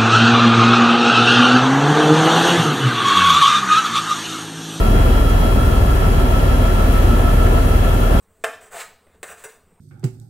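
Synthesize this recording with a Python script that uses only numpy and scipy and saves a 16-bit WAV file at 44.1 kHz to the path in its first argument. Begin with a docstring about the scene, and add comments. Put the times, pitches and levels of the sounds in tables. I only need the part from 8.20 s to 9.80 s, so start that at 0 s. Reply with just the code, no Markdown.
"""A metal spatula stirs dry flour in a frying pan, close up in a small kitchen. The blade slides in with
a faint hiss and knocks on the pan, which rings briefly under its load. It pushes through the flour,
tiny slips shaking pan and blade, until the pan groans in the hardest push. Clumps drop back softly.
A second knock leads into a few short pushes, and the last crumbs fall. Throughout, the room answers
over a low steady hum."""
import sys
import numpy as np
from scipy import signal
from scipy.fft import rfft, irfft
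from scipy.io import wavfile
from scipy.ndimage import uniform_filter1d

SR = 44100
rng = np.random.default_rng(int(sys.argv[2]) if len(sys.argv) > 2 else 0)


def output_pcm(signal):
    """Save a mono or channel-first signal as 16-bit PCM at the path in sys.argv[1].

    Samples are clipped to [-1, 1] before scaling.
    """
    pcm = np.clip(np.atleast_2d(signal).T, -1, 1) * 32767
    wavfile.write(sys.argv[1], SR, np.round(pcm).astype(np.int16))


N = 70560
TIME = np.arange(N) / SR
CONTACT_S = 0.00047  # attack of a knock's noise

# spatula knocks: t/s, pan ring/dB, lowest mode/dB, second mode/dB, clatter/dB, blade/dB,
# rebound delay/s, rebound/dB
KNOCK_HITS = [(0.239, -25.5, -4.5, 1.5, -22.5, -30.5, .0045, 4),
              (1.0298, -37.5, 8, -5, -30, -34.5, .010, -4.5)]
# modes of the flour-loaded pan: f/Hz, level/dB, t60/s
PAN_MODES = [(433.5, -4, 0.11), (658, 3.5, 0.036), (502, -9.5, 0.067), (613, -23, 0.073), (736, -5, 0.11),
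             (823, -9.5, 0.034), (1068, -1.5, 0.05), (1214, -10, 0.14), (1520, -19, 0.022),
             (1500, -2, 0.025), (1630, -13, 0.21), (1765, 0, 0.042), (1830, -7.5, 0.057), (2080, -9, 0.096),
             (2540, -2.5, 0.023), (3040, -28, 0.056), (3590, -8, 0.036)]
# modes of the steel blade: f/Hz, level/dB, t60/s
STEEL_MODES = [(2782, -8.5, 0.1), (3510, -5, 0.017), (4000, -21, .05), (4166, -9, 0.074), (4800, -7, 0.032),
               (4950, -16, 0.049), (5870, -5, 0.063), (6450, -3.5, 0.059), (7030, -16, 0.036),
               (7850, 1.5, 0.046), (7680, 3, 0.062), (8210, -3.5, 0.094), (8530, 4, 0.025),
               (9340, -2.5, 0.067), (8900, -1, 0.052), (10100, -25, 0.029), (10160, -13, 0.044),
               (15200, -7, 0.025)]
# hiss of the blade, brightest near 8 kHz: f/Hz, level/dB
BLADE_HISS = [(1000, -31), (4000, -21), (5500, -24), (6900, -8), (7600, -1.5), (8600, -5.5), (9500, -10),
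              (11000, -16.5), (13500, -14.5), (15500, -10.5)]


def scrapes():
    """Slips shake pan and blade; as the edge bites through the flour, ring and hiss trade places."""
    # pushes: t/s, length/s, rise/s, pan ring/dB, lowest mode/dB, second mode/dB, rasp/dB, blade/dB,
    # grit/dB, shift away from ring towards hiss/dB, echo delay in the pan/s, echo share/0-1
    strokes = [(0.015, 0.02, .012, -76, 9.5, -1.5, -76, -71.5, -93, 3, .00093, 0.2),
               (0.08, 0.27, 0.018, -87, 18, 16, -80, -73, -76, 18, .00093, 0.02),
               (0.403, 0.072, 0.011, -61.5, 13.5, -8, -53, -55.5, -77, -6, .00077, 0.2),
               (0.504, 0.11, 0.03, -45.5, 1.5, 0.5, -40.5, -44, -47.5, 8.5, .00075, 0),
               (1.045, 0.078, 0.048, -46.5, 2, -6, -42, -46.5, -60, -0.5, .00093, 0.3),
               (1.167, 0.067, 0.015, -58, 9.5, -12, -56.5, -54, -58, -1.5, .00093, 0),
               (1.237, 0.013, 0.0035, -42, 4.5, -11, -41, -41, -62, -4, .00093, 0.49),
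               (1.285, 0.073, 0.015, -62, -5, -5, -64.5, -63, -63, -10, .00093, 0),
               (0.86, 0.097, 0.02, -65, -2, -12, -81, -100, -75, 4.5, .00093, 0.4)]
    # midrange rasp of the scrape: f/Hz, level/dB
    rasp_spectrum = [(100, -16), (300, -18), (450, 2.5), (850, 2), (1500, 4.5), (2200, -2.5), (3000, -7),
                     (4500, -23), (8000, -21), (16000, -34)]
    # bright grit of the scrape: f/Hz, level/dB
    grit_spectrum = [(500, -55), (1800, 8), (2800, 2), (3900, 2), (4500, -2.5), (6300, -7), (7500, 2),
                     (10000, -10), (13000, -12), (15500, -14)]
    release_s, judder_hz, judder_db, blade_modes_db = 0.014, 123.6, 0.56, -3
    rasp_follow, blade_follow, grit_follow = 0.45, 0.51, 2.93  # how far each layer follows the shift
    out, forces = np.zeros(N), np.zeros((4, N))
    layer_slips = np.array([slips() for _ in forces])
    pan_slips = slips()
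    wobble = np.interp(TIME * judder_hz, np.arange(N), rng.standard_normal(N))
    judder = unit(amp(judder_db * wobble))
    for (start, length, rise, ring_db, lowest_db, second_db,
         rasp_db, blade_db, grit_db, shift_db, echo_s, echo_share) in strokes:
        t = TIME - start
        pressure = judder * np.clip(t / rise, 0, 1) * np.exp(-np.maximum(t - length, 0) / release_s)
        shift = shift_db * (np.clip(t / length, 0, 1) - .5)
        pan = pan_ring(lowest_db, second_db) / np.linalg.norm(ring(PAN_MODES))
        out += signal.fftconvolve(pan_slips * pressure * amp(ring_db - shift), pan)[:N]
        rasp = pressure * amp(rasp_db + rasp_follow * shift)
        blade = pressure * amp(blade_db + blade_follow * shift)
        grit = pressure * amp(grit_db + grit_follow * shift)
        forces += pan_echo(layer_slips * [rasp, blade, grit, amp(blade_modes_db) * blade],
                           echo_s, echo_share)
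    tap = signal.unit_impulse(SR // 10)
    bodies = [colour(tap, spectrum) for spectrum in (rasp_spectrum, BLADE_HISS, grit_spectrum)]
    bodies.append(ring(STEEL_MODES))
    return out + sum(shake(force, body) for force, body in zip(forces, bodies))


def slips(per_s=4100, spread_db=2.5):
    """Dense, tiny stick-slip clicks of uneven size."""
    size = amp(spread_db * np.minimum(rng.exponential(1, N), 4))
    return unit(size * rng.choice([-1., 1.], N) * (rng.random(N) < per_s / SR))


def knocks(clatter_t60_s=0.049, blade_t60_s=0.068, blade_modes_db=-8):
    """The blade lands and rebounds: pan modes, a dense clatter and the blade's own zing."""
    # clatter of steel on the pan: f/Hz, level/dB
    clatter_spectrum = [(100, -18), (250, -14.5), (420, 4), (700, -1), (900, -11.5), (1750, 1), (2600, -8),
                        (4300, -18.5), (8000, -21.5), (16000, -33)]
    out, clatter, zing = np.zeros(N), noise(clatter_spectrum), noise(BLADE_HISS)
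    for start, ring_db, lowest_db, second_db, clatter_db, blade_db, rebound_s, rebound_db in KNOCK_HITS:
        for at, db in [(start, 0), (start + rebound_s, rebound_db)]:
            add(out, at, amp(db + ring_db) * pan_ring(lowest_db, second_db))
            out += amp(db + clatter_db) * clatter * burst(at, CONTACT_S, clatter_t60_s)
        out += amp(blade_db) * zing * burst(start, CONTACT_S, blade_t60_s)
        add(out, start, amp(blade_db + blade_modes_db) * ring(STEEL_MODES))
    return out


def knock_sparkle(gain_db=-7.5, t60_s=0.052):
    """A splash of treble that briefly widens each knock."""
    # top end of a knock: f/Hz, level/dB
    spectrum = [(3500, -55), (4600, -22), (5500, -10), (8000, 8), (12000, -3), (15500, -2)]
    envelope = sum(amp(blade_db + gain_db) * burst(start, CONTACT_S, t60_s)
                   for start, *_, blade_db, _, _ in KNOCK_HITS)
    return noise(spectrum) * envelope


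def pan_ring(lowest_db, second_db):
    """The place of contact sets how strongly the pan's first two listed modes answer."""
    return ring(PAN_MODES, np.pad([lowest_db, second_db], (0, len(PAN_MODES) - 2)))


def pan_echo(x, delay_s, share):
    """Sound bounces between blade and pan: a hollow comb of resonances."""
    delay = np.exp(-2j * np.pi * np.fft.rfftfreq(N, 1 / SR) * delay_s)
    return irfft(rfft(x) * np.sqrt(1 - share ** 2) / (1 + share * delay), N)


def groan(width_hz=160, roughness=.55):
    """The pan groans in the hardest push: a short, rough stick-slip tone that sinks."""
    # the groan's glide: t/s, length/s, first f/Hz, last f/Hz, level/dB
    glide = (0.522, .074, 740, 640, -37)
    start, length, first_hz, last_hz, db = glide
    progress = np.clip((TIME - start) / length, 0, 1)
    pole = np.exp(-np.pi * width_hz / SR)
    jitter = unit(signal.lfilter([1 - pole], [1, -pole], rng.standard_normal((2, N))))
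    tone = np.exp(2j * np.pi * np.cumsum(first_hz + (last_hz - first_hz) * progress) / SR)
    rough_tone = (tone * (1 + roughness * (jitter[0] + 1j * jitter[1]))).real
    return amp(db) * np.sin(np.pi * progress) * unit(rough_tone)


def clumps(rise_s=0.0038, t60_s=0.055):
    """Falling flour lands in the pan with soft, dull thuds."""
    # landings: t/s, level/dB
    landings = [(0.866, -47.5), (0.897, -54), (0.946, -52), (0.972, -70), (1.369, -52.5), (1.456, -61),
                (1.505, -57), (1.555, -58)]
    # thud of a clump: f/Hz, level/dB
    thud = [(60, -25), (180, -3), (300, 1), (450, 5), (700, -0.5), (1100, -11.5), (2000, -10.5),
            (6000, -32)]
    return noise(thud) * sum(amp(db) * burst(start, rise_s, t60_s) for start, db in landings)


def kitchen(x, predelay_s=0.0057):
    """Dense reflections, each band dying at its own speed."""
    # decay of the room: f/Hz, t60/s
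    room_decay = [(250, 0.75), (660, 0.3938), (1800, 0.4), (4500, 0.56), (8000, 0.2631), (15000, 0.46)]
    # tone of the reverb: f/Hz, level/dB
    room_tone = [(150, -5.5), (450, -8.5), (900, -2.5), (1800, -4.5), (4000, -9.5), (8000, -2.5),
                 (15000, -7)]
    hz, t, bands = signal.stft(rng.standard_normal(SR // 2), SR, nperseg=256)
    decay = 1e-3 ** (t / read(room_decay, hz)[:, None])
    tail = signal.istft(bands * decay, SR, nperseg=256)[1]
    fade_in = np.clip(TIME[:len(tail)] / predelay_s - 1, 0, 1)
    return colour(shake(x, tail * fade_in), room_tone)


def hum(level_db=-59, patchy_db=2.5):
    """Low kitchen hum with a thin hiss, slightly patchy in time and pitch."""
    # hum and hiss: f/Hz, level/dB
    spectrum = [(20, 4.5), (42, -26.5), (70, 5.5), (115, -7.5), (190, -2.5), (340, -15.5), (430, -2),
                (560, -13.5), (1100, -12.5), (2200, -24), (4500, -33), (6500, -33.5), (8200, -18),
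                (10500, -35), (15500, -29.5)]
    bands = signal.stft(noise(spectrum), nperseg=512)[2]
    patches = uniform_filter1d(rng.standard_normal(bands.shape), size=8, axis=0)
    patches = unit(uniform_filter1d(patches, size=10, axis=1))
    bed = signal.istft(bands * amp(patchy_db * patches), nperseg=512)[1][:N]
    return amp(level_db) * unit(bed)


def ring(modes, gains_db=0):
    """Decaying modes after one tap, alternating in polarity."""
    hz, db, t60 = np.transpose(modes)[:, :, None]
    t = TIME[:SR // 4]
    waves = amp(db + np.reshape(gains_db, (-1, 1))) * 1e-3 ** (t / t60) * np.sin(2 * np.pi * hz * t)
    return (-1.) ** np.arange(len(modes)) @ waves


def shake(force, body):
    """Drives a ringing body whose response is scaled to unit energy."""
    return signal.fftconvolve(force, body / np.linalg.norm(body))[:N]


def burst(start, rise, t60):
    """Quick attack, exponential decay."""
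    t = np.maximum(TIME - start, 0)
    return np.minimum(t / rise, 1) * 1e-3 ** (t / t60)


def noise(spectrum):
    """Coloured noise of rms 1."""
    return unit(colour(rng.standard_normal(N), spectrum))


def colour(x, spectrum):
    """Minimum-phase EQ with the given curve."""
    log_gain = np.log(amp(read(spectrum, abs(np.fft.fftfreq(4096, 1 / SR)))))
    taps = np.fft.ifft(np.exp(np.conj(signal.hilbert(log_gain)))).real
    return signal.fftconvolve(x, taps[:len(taps) // 2])[:len(x)]


def read(points, hz):
    """Reads a curve on a log-frequency axis."""
    f, value = np.transpose(points)
    return np.interp(np.log(hz + 1), np.log(f + 1), value)


def add(mix, start, sound):
    """Mixes a sound in at start seconds."""
    part = mix[round(start * SR):][:len(sound)]
    part += sound[:len(part)]


def amp(db):
    """Decibels to gain."""
    return 10 ** (np.asarray(db) / 20)


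def unit(x):
    """Scales to rms 1."""
    return x / np.sqrt(np.mean(x ** 2) + 1e-20)


def scene():
    """Everything sits in the centre; only the treble spreads a little."""
    # the pan sounds with little bass: f/Hz, level/dB
    low_cut = [(20, -6), (70, -17), (150, -8.5), (260, -3.5), (380, -1), (16000, 0.5)]
    # stereo width of the reverb: f/Hz, side level/dB
    width = [(2500, -82), (4000, -36), (5000, -4), (7000, -42), (9500, -36), (11500, -0.5), (15000, -12)]
    pan = colour(knocks() + scrapes() + groan(), low_cut) + clumps()
    mid = pan + kitchen(pan) + hum()
    side = colour(kitchen(pan), width) + knock_sparkle()
    return np.array([mid + side, mid - side])


def record(dry, cutoff_hz=15850):
    """The recorder's band limit: a steep low-pass."""
    lowpass = signal.firwin(511, cutoff_hz, window=("kaiser", 8), fs=SR)
    return signal.oaconvolve(dry, lowpass[None], "same")


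dry = scene()
out = record(dry)
output_pcm(out)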